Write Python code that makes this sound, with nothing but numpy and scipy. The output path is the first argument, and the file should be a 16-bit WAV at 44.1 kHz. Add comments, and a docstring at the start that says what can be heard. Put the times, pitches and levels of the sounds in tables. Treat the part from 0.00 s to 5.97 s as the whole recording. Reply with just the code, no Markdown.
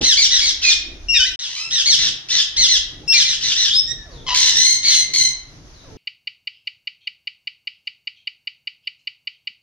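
"""Parrots in a hard-walled aviary, on a hand-held phone: two shots joined by an edit.
First shot: a flurry of arched chirps and a soft knock, then whistles, one breaking into a downward cry.
After a short silence: faint rasping screeches, more chirps, a second knock, whistles, faint far calls,
loud screeches with half-pitch lines, last far calls. Calls are throat-filtered partials with shaken pitch;
knocks are decaying modes; room echoes, handling rumble, hum and hiss are shaped noise."""
import sys
import numpy as np
from scipy import signal
from scipy.fft import rfft, irfft
from scipy.io import wavfile
from scipy.ndimage import uniform_filter1d, minimum_filter1d

SR = 44100
rng = np.random.default_rng(int(sys.argv[2]) if len(sys.argv) > 2 else 0)


def transcribe(u):
    """Save the signal u as a 16-bit wav file named by the first command-line argument.

    u: samples, shape (n,) or (channels, n), limited to [-1, 1]; the rate is SR.
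    q: integer samples, one column per channel.
    """
    v = np.clip(np.atleast_2d(u).T, -1, 1)
    q = np.round(v * 32767).astype(np.int16)
    wavfile.write(sys.argv[1], SR, q)


def linear_from_db(decibels):
    """Turn decibels (scalar or array-like) into linear amplitude factors; 0 gives 1."""
    return 10 ** (np.asarray(decibels, float) / 20)


N = 263277


def on_hz(table, hz):
    """Read a (Hz, value) table on a log-frequency axis."""
    table_hz, value = np.transpose(table)
    return np.interp(np.log(np.maximum(hz, 1)), np.log(table_hz), value)


def unit(x):
    """Scale to rms 1."""
    return x / np.sqrt(np.mean(x ** 2) + 1e-20)


def noise(tone, size):
    """Noise of rms 1 coloured by (Hz, dB) points, empty outside them."""
    hz = np.fft.rfftfreq(size, 1 / SR)
    inside = (hz > tone[0][0]) & (hz < tone[-1][0])
    spectrum = rfft(rng.standard_normal(size)) * linear_from_db(on_hz(tone, hz)) * inside
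    return unit(irfft(spectrum, size))


def wobble(hz, size):
    """Smooth random motion of rms 1, mostly slower than hz."""
    return noise([(1, 0), (hz / 2, 0), (hz, -6), (2 * hz, -30)], size)


def add(out, start, x):
    """Mix x into out from a sample on."""
    out[..., start:start + x.shape[-1]] += x[..., :N - start]


# throat resonances: hz, relative_gain_db
THROAT = [(900, -17.5), (1500, -9.5), (2100, -10.5), (3000, 3), (4100, 1), (4800, -1), (5500, 6),
          (6350, -1), (7000, -5.5), (9000, -8), (12000, -11.5), (15000, -5.5)]


def voice(call, half_db, jitter, rasp_db, throb, focus_db=0):
    """A syrinx tone through the throat; roughness shakes its pitch and strength and adds breath."""
    # call rows: time_s, pitch_hz, level_db, roughness, tilt_db_per_octave
    s, *columns = np.transpose(call)
    t = np.arange(int(s[0] * SR), int(s[-1] * SR)) / SR
    size = len(t)
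    hz, db, rough, tilt_db = (np.interp(t, s, column) for column in columns)
    hz = uniform_filter1d(hz, size=500, mode="nearest")  # muscles round the corners of a glide
    rough = np.clip(rough, 0, 1)
    # shaken pitch smears high partials more than low ones
    steady = 2 * np.pi * np.cumsum(hz * (1 + .03 * rough * wobble(120, size))) / SR
    # the membrane partly flaps out of step: a haze round each line
    shaken = steady + 2 * np.pi * np.cumsum(hz * jitter * rough * wobble(329, size)) / SR
    share = np.clip(1.05 * rough, 0, 1)
    tone, power = 0, 0
    for k in np.arange(.5, 7.1, .5):  # half values are the half-pitch lines
        gain_db = on_hz(THROAT, k * hz) + tilt_db * np.log2(k / 2)
        gain_db = gain_db + focus_db * max(np.log2(2 / k), 0) + (half_db if k % 1 else 0)
        gain = linear_from_db(gain_db) * (k * hz < .36 * SR)
        line = np.sqrt(1 - share) * np.sin(k * steady + k * k)
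        haze = np.sqrt(share) * np.cos(k * shaken + k * k)
        tone = tone + gain * (line + haze)
        power = power + gain ** 2 / 2
    flutter = 1 + 0.53 * rough * wobble(450, size)
    # the breath comes in uneven beats
    beat_hz = 70 * (1 + 0.2 * wobble(22, size))
    flutter = flutter * (1 + throb * np.sin(2 * np.pi * np.cumsum(beat_hz) / SR))
    breath = linear_from_db(rasp_db) * rough ** 2 * noise(THROAT, size)
    sound = tone * flutter / np.sqrt(power) + breath
    ends = np.clip(np.minimum((t - s[0]) / 0.0024, (s[-1] - t) / 0.0028), 0, 1)
    return int(s[0] * SR), sound * linear_from_db(db) * ends


RISE_HZ_PER_S, RISE_POWER, FALL_POWER = 14000, 2.8, 1.3  # mean climb to the crest
CHIRP_SWELL_DB_PER_S, CHIRP_GROW_DB_PER_S, PEAK_LAG_S = 264, 52, 0.022  # still grows past the crest
CHIRP_FADE_DB, CHIRP_FADE_SHARE = -5.5, 0.31  # share of the fall that fades
FLANK_ROUGH = 0.083  # added away from the crest
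CREST_TILT_DB_PER_OCT, TILT_DB_PER_PITCH_OCT = -6, -13.5
CHIRP_FOCUS_DB_PER_OCT = -8.5  # fall under the second partial


def chirp(start_s, crest_s, end_s, crest_hz, end_hz, level_db, rough):
    """The pitch arches over a crest; the voice swells, is clearest on top, brightens as it drops, fades."""
    t = np.arange(start_s, end_s, 1 / 400)
    rise_s = crest_s - start_s
    up = np.clip((crest_s - t) / rise_s, 0, 1)
    down = np.clip((t - crest_s) / (end_s - crest_s), 0, 1)
    hz = crest_hz - RISE_HZ_PER_S * rise_s * up ** RISE_POWER
    hz = hz - (crest_hz - end_hz) * down ** FALL_POWER
    db = level_db - CHIRP_SWELL_DB_PER_S * rise_s * up ** 4.5
    db = db - CHIRP_GROW_DB_PER_S * np.maximum(crest_s + PEAK_LAG_S - t, 0)
    db = db + CHIRP_FADE_DB * np.clip(1 - (1 - down) / CHIRP_FADE_SHARE, 0, 1)
    rough = rough + FLANK_ROUGH * (up + down)
    tilt_db = CREST_TILT_DB_PER_OCT + TILT_DB_PER_PITCH_OCT * np.log2(hz / crest_hz)
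    return np.transpose([t, hz, db, rough, tilt_db])


# arched chirps: start_s, crest_s, end_s, crest_hz, end_hz, relative_level_db, roughness (1 = full)
CHIRPS = [(.011, .014, 0.069, 2160, 1505, -26, 1.07), (0.029, 0.064, .15, 2102, 1406, -12, 0.22),
          (0.167, 0.194, .275, 2356, 1410, -12, .3), (0.304, .328, 0.41, 1984, 1603, -14.5, 0.38),
          (0.399, 0.434, .52, 2278, 1586, -16.5, 0.36), (0.615, .675, 0.74, 2168, 1467, -13.5, 0.48),
          (1.387, 1.407, 1.49, 1957, 1418, -27.5, 0.54), (1.705, 1.741, 1.83, 1958, 1416, -17.5, 0.37),
          (1.85, 1.881, 1.958, 2245, 1398, -12.5, 0.23), (1.965, 2.011, 2.1, 2047, 1502, -18.5, 0.58),
          (2.285, 2.34, 2.435, 1998, 1492, -16, .5), (2.563, 2.594, 2.68, 2142, 1418, -14, 0.31),
          (2.675, 2.708, 2.785, 2095, 1422, -14, 0.3), (3.122, 3.162, 3.235, 2114, 1498, -12, 0.39),
          (3.231, 3.271, 3.36, 2093, 1491, -19.5, 0.4), (3.404, 3.465, 3.545, 2030, 1388, -18.5, 0.54),
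          (3.55, 3.59, 3.7, 1997, 1560, -17, 0.42), (4.827, 4.866, 4.96, 2221, 1505, -16, 0.43)]


def chirps():
    """Voices with faint half-pitch lines, strong rasp and little throb."""
    return [voice(chirp(*row), half_db=-18, jitter=.18, rasp_db=.5, throb=.1,
                  focus_db=CHIRP_FOCUS_DB_PER_OCT) for row in CHIRPS]


def held(length_s, attack_s, swell_db, release_s, fade_db):
    """Time since onset and an attack-hold-release shape in dB."""
    u = np.arange(0, length_s, 1 / 400)
    attack_db = swell_db * np.clip(1 - u / attack_s, 0, 1)
    release_db = fade_db * np.clip(1 - (length_s - u) / release_s, 0, 1)
    return u, attack_db + release_db


SETTLE_S, RASP_S, ONSET_ROUGH = .045, .02, 0.48  # pitch and extra rasp settle after the onset
TILT_DB_PER_OCT, DULL_PER_DB = 3.5, 0.1476  # fainter calls are duller


def screech(start_s, length_s, first_hz, held_hz, level_db, rough):
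    """A harsh onset that settles on a held pitch."""
    u, shape_db = held(length_s, attack_s=0.019, swell_db=-6, release_s=0.066, fade_db=-14.5)
    hz = held_hz + (first_hz - held_hz) * np.exp(-u / SETTLE_S)
    rough = rough + ONSET_ROUGH * np.exp(-u / RASP_S)
    tilt_db = 0 * u + TILT_DB_PER_OCT + DULL_PER_DB * level_db
    return np.transpose([start_s + u, hz, level_db + shape_db, rough, tilt_db])


# screeches: start_s, length_s, first_hz, held_hz, relative_level_db, roughness (1 = full), half_pitch_db
SCREECHES = [(1.488, 0.18, 1920, 2058, -31.5, 0.46, -3.5), (1.559, 0.16, 2240, 2703, -29.5, 0.28, -8.5),
             (4.343, .215, 2216, 1990, -14.5, 0.62, -10.5), (4.342, 0.35, 1646, 1789, -23.5, 0.58, -12.5),
             (4.554, 0.24, 1816, 2102, -13, 0.28, -17.5), (4.87, 0.19, 2110, 2079, -14, 0.33, -18),
             (5.134, .185, 2250, 2046, -14, 0.26, -16.5)]


def screeches():
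    """Voices with half-pitch lines set per call and a strong throb."""
    return [voice(screech(*row), half_db, jitter=.11, rasp_db=-5, throb=.45)
            for *row, half_db in SCREECHES]


def whistle(start_s, length_s, first_hz, held_hz, level_db, rough, tilt_db):
    """A note that slides onto its pitch."""
    u, shape_db = held(length_s, attack_s=0.021, swell_db=-12, release_s=0.0099, fade_db=-12)
    hz = held_hz + (first_hz - held_hz) * np.exp(-u / (.3 * length_s))
    return np.transpose([start_s + u, hz, level_db + shape_db, rough + 0 * u, tilt_db + 0 * u])


# single notes, whistled or barked: start_s, length_s, first_hz, held_hz, relative_level_db,
# roughness (1 = full), tilt_db_per_octave, left_minus_right_db
WHISTLES = [(0.626, 0.089, 2726, 2411, -18.5, 0.2, -18.5, -6.5),
            (1.084, 0.073, 2774, 2761, -14, 0.09, -10, 5.5), (1.136, 0.047, 2746, 2427, -15, 0.36, -10, 4),
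            (3.077, 0.075, 2676, 2718, -12, 0.1, 1.5, 4.5), (3.134, .045, 2482, 2353, -15, .06, -13, 10),
            (3.691, 0.091, 2730, 3820, -20.5, 0.42, -8, 2),
            (3.734, .074, 4370, 5370, -13.5, 0.05, 0.5, 3.5),
            (3.868, 0.063, 1824, 1886, -23, 0.19, -2.5, -8.5), (3.96, 0.11, 1870, 1724, -50, 0, -26, 2),
            (4.264, .086, 1051, 988.6, -21, 0.49, -7.5, 2.5)]


def whistles():
    """Near-pure voices: hardly any half-pitch lines, no throb."""
    return [voice(whistle(*row), half_db=-50, jitter=.12, rasp_db=-2, throb=0) for *row, _ in WHISTLES]


CRY_ROUGH, CRY_TILT_DB_PER_OCT, CRY_FOCUS_DB_PER_OCT, CRY_LEFT_MINUS_RIGHT_DB = 0.2, -5, -2.5, 3.5
# a cry that breaks downward out of a whistle: time_s, pitch_hz, relative_level_db
CRY = [(1.14, 2022, -24), (1.155, 1870, -17.5), (1.177, 1823, -5.5), (1.19, 1570, -26.5),
       (1.204, 1504, -15), (1.236, 1520, -16.5), (1.25, 1650, -20.5), (1.264, 2032, -23),
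       (1.301, 1963, -31)]


def cry():
    """One voice following the pitch and level points of the break."""
    path = [(*row, CRY_ROUGH, CRY_TILT_DB_PER_OCT) for row in CRY]
    return voice(path, half_db=-50, jitter=.12, rasp_db=-2, throb=0, focus_db=CRY_FOCUS_DB_PER_OCT)


PERCH_LAG_SAMPLES = 3  # between the ports, for birds perched to either side
WHISTLER_LAG_SAMPLES = 2  # the left port hears the whistler late
WHISTLER_ROOM_DB = -2  # nearer, so less of it comes by the walls


def parrots():
    """All near calls, as sent to the room and as they reach the two ports from their perches."""
    dry, ports = np.zeros(N), np.zeros((2, N))
    calls = chirps() + screeches()
    places = [(lag, 0, 0) for lag in PERCH_LAG_SAMPLES * rng.choice([-1, 1], len(calls))]
    calls += whistles() + [cry()]
    leans_db = [row[-1] for row in WHISTLES] + [CRY_LEFT_MINUS_RIGHT_DB]
    places += [(WHISTLER_LAG_SAMPLES, left_db, WHISTLER_ROOM_DB) for left_db in leans_db]
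    for (start, x), (lag, left_db, room_db) in zip(calls, places):
        add(dry, start, linear_from_db(room_db) * x)
        add(ports[0], start + max(lag, 0), linear_from_db(left_db / 2) * x)
        add(ports[1], start + max(-lag, 0), linear_from_db(-left_db / 2) * x)
    return dry, ports


# far falling calls: start_s, length_s, first_hz, last_hz, relative_level_db, fall_db_per_partial,
# pitch_shake (fraction of pitch, rms)
FAR_CALLS = [(4.055, .21, 780, 440, -48, -7, .025), (5.84, .14, 720, 420, -48, -7, .025),
             (4.115, .12, 4900, 3500, -46, -30, .05), (5.73, .12, 5000, 3800, -52, -30, .03)]


def far_calls():
    """Faint unsteady calls from outside: four partials, quick to fall and slow to settle."""
    out = np.zeros(N)
    for start_s, length_s, first_hz, last_hz, level_db, fall_db, shake in FAR_CALLS:
        u = np.arange(int(length_s * SR)) / (length_s * SR)
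        hz = last_hz + (first_hz - last_hz) * np.exp(-u / .22)
        hz = hz * (1 + shake * wobble(200, len(u)))
        phase = 2 * np.pi * np.cumsum(hz) / SR
        tone = sum(linear_from_db(fall_db * k) * np.sin((k + 1) * phase) for k in range(4))
        add(out, int(start_s * SR), linear_from_db(level_db) * np.sin(np.pi * u) ** 0.046 * tone)
    return out


# knocks on the wooden nest box: start_s, relative_level_db
KNOCKS = [(.012, -20.5), (3.03, -34)]
# box panel modes: hz, relative_gain_db, t60_s
BOX = [(55, 7, 0.2), (228, -61, 0.13), (345, -38, 0.084), (476, 6, 0.093), (827, 7.5, 0.072)]


def knocks():
    """Soft blows ring the box panels as decaying sines."""
    out, t = np.zeros(N), np.arange(SR // 5) / SR
    for start_s, level_db in KNOCKS:
        ring = sum(linear_from_db(gain_db - 60 * t / t60_s) * np.sin(2 * np.pi * hz * t) for hz, gain_db, t60_s in BOX)
        soft_onset = np.minimum(t / 0.013, 1)
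        add(out, int(start_s * SR), linear_from_db(level_db) * ring / 3 * soft_onset)
    return out


# wall reverberation: hz, t60_s
ROOM_T60 = [(1000, 0.81), (2600, 0.55), (7000, 0.31), (14000, 0.087)]


def room(x):
    """Dense echoes, unrelated left and right; the treble dies first. No tail crosses the edit."""
    t = np.arange(SR)[None] / SR
    tail = 0
    for hz in 300 * 2 ** np.arange(0, 5.6, .5):  # half-octave bands
        t60_s = on_hz(ROOM_T60, hz)
        limits = [(hz / 2 ** .25, 0), (hz * 2 ** .25, 0)]
        band = np.array([noise(limits, SR) for _ in range(2)])
        tail = tail + band * np.sqrt(hz / t60_s) * linear_from_db(-60 * t / t60_s)
    tail = tail * np.clip(t / 0.0052, 0, 1)
    tail = tail / np.sqrt(np.sum(tail ** 2) / 2)
    first = np.arange(N) < GAP_S[0] * SR
    return sum(signal.fftconvolve((x * shot)[None], tail, axes=1)[:, :N] * shot for shot in (first, ~first))


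def both_ports(tone, apart):
    """Noise shared by the ports, plus a share (apart) in opposite phase."""
    return noise(tone, N) + apart * np.array([[1], [-1]]) * noise(tone, N)


# slow levels: time_s, rumble_db, hum_db
RUMBLE = [(0.0, -45, -57), (0.01, -53, -31), (0.16, -37.5, -52), (0.71, -44, -50.5), (1.0, -36.5, -48),
          (1.33, -41.5, -54), (1.41, -63, -65), (2.03, -43, -44), (2.21, -57, -49.5), (2.54, -50, -53),
          (2.61, -32, -40.5), (2.68, -51, -50), (2.79, -39.5, -52), (3.06, -45, -42), (3.16, -50, -51),
          (4.29, -40, -45.5), (4.74, -51.5, -48), (5.97, -44.5, -47.5)]
# handling rumble colour: hz, relative_db_per_hz
RUMBLE_TONE = [(12, -45), (20, -1), (59, -3), (83, -9.5), (100, -36), (130, -60), (220, -120)]


def rumble():
    """Handling rumble: low noise, nearly alike at both ports, rising and falling."""
    s, rumble_db, _ = np.transpose(RUMBLE)
    return linear_from_db(np.interp(np.arange(N) / SR, s, rumble_db)) * both_ports(RUMBLE_TONE, 0.12)


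# hum colour, one list per shot: hz, relative_db_per_hz
HUM_TONES = [(80, -5), (130, -8.5), (220, -4.5), (330, 0), (450, -10.5), (800, -14.5)], [(80, 0), (145, 4),
             (200, -8), (300, -3.5), (450, -10), (800, -19)]


def hum():
    """Low noise of uneven level, coloured differently in each shot."""
    s, _, hum_db = np.transpose(RUMBLE)
    t = np.arange(N) / SR
    first, second = (both_ports(tone, 0.31) for tone in HUM_TONES)
    level_db = np.interp(t, s, hum_db) + 3.0 * wobble(5.8, N)
    return linear_from_db(level_db) * np.where(t < GAP_S[0], first, second)


AIR_DB = -46.5
# hiss colour: hz, relative_db_per_hz
AIR = [(600, -4), (1000, -5.5), (2600, -10.5), (4500, -8), (6400, -4.5), (8000, -23), (10000, -6),
       (15600, -10)]


def air():
    """Air hiss, unrelated at the two ports; one flicker moves both."""
    return linear_from_db(AIR_DB + 0.85 * wobble(12, N)) * np.array([noise(AIR, N), noise(AIR, N)])


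DIRECT_DB, ROOM_DB = 1.5, -2.5


def scene():
    """Birds direct and through the room, over knocks, rumble, hum and hiss."""
    dry, ports = parrots()
    far = far_calls()
    birds = linear_from_db(DIRECT_DB) * ports + linear_from_db(ROOM_DB) * room(dry + far) + far
    return birds + knocks() + rumble() + hum() + air()


# port mismatch: hz, left_minus_right_db
PORTS = [(60, -1), (110, 0.5), (200, 0.5), (380, -0.5), (700, 1), (1290, 1), (2380, -1.5), (4400, 2.5),
         (8120, -3), (15000, -1)]
# phone response, deaf above its port resonance: hz, gain_db
MICROPHONE = [(6300, -1), (6600, -6), (7100, -6.5), (9000, -15), (15000, -34)]


def microphone(x):
    """Two ports of unlike colour share one treble roll-off."""
    hz = np.fft.rfftfreq(N, 1 / SR)
    lean_db = on_hz(PORTS, hz) * np.array([[.5], [-.5]])
    return irfft(rfft(x) * linear_from_db(lean_db + on_hz(MICROPHONE, hz)), N)


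# silence between the two shots: start_s, end_s
GAP_S = 1.36, 1.391


def edit_gate():
    """Gain that mutes the gap and the first 8 ms."""
    t = np.arange(N) / SR
    gap = np.clip(np.maximum(GAP_S[0] - t, t - GAP_S[1]) / 0.0015, 0, 1)
    return gap * np.clip((t - .008) / 0.00033, 0, 1)


def limiter_gain(x, ceiling=.93):
    """Looks 3 ms ahead and eases the gain down under the coming peak."""
    peak = np.abs(x).max(axis=0)
    lowest = minimum_filter1d(ceiling / np.maximum(peak, ceiling), size=261)
    return uniform_filter1d(lowest, size=131)


def top_cut(x):
    """Nothing passes above the cut-off."""
    return signal.sosfilt(signal.butter(12, 15710, fs=SR, output="sos"), x)


def record(dry):
    """The ports colour the sound, the edit mutes the gap, a limiter holds the peaks."""
    heard = microphone(dry)
    mix = heard * edit_gate() * limiter_gain(heard)
    return top_cut(mix)


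dry = scene()
out = record(dry)
transcribe(out)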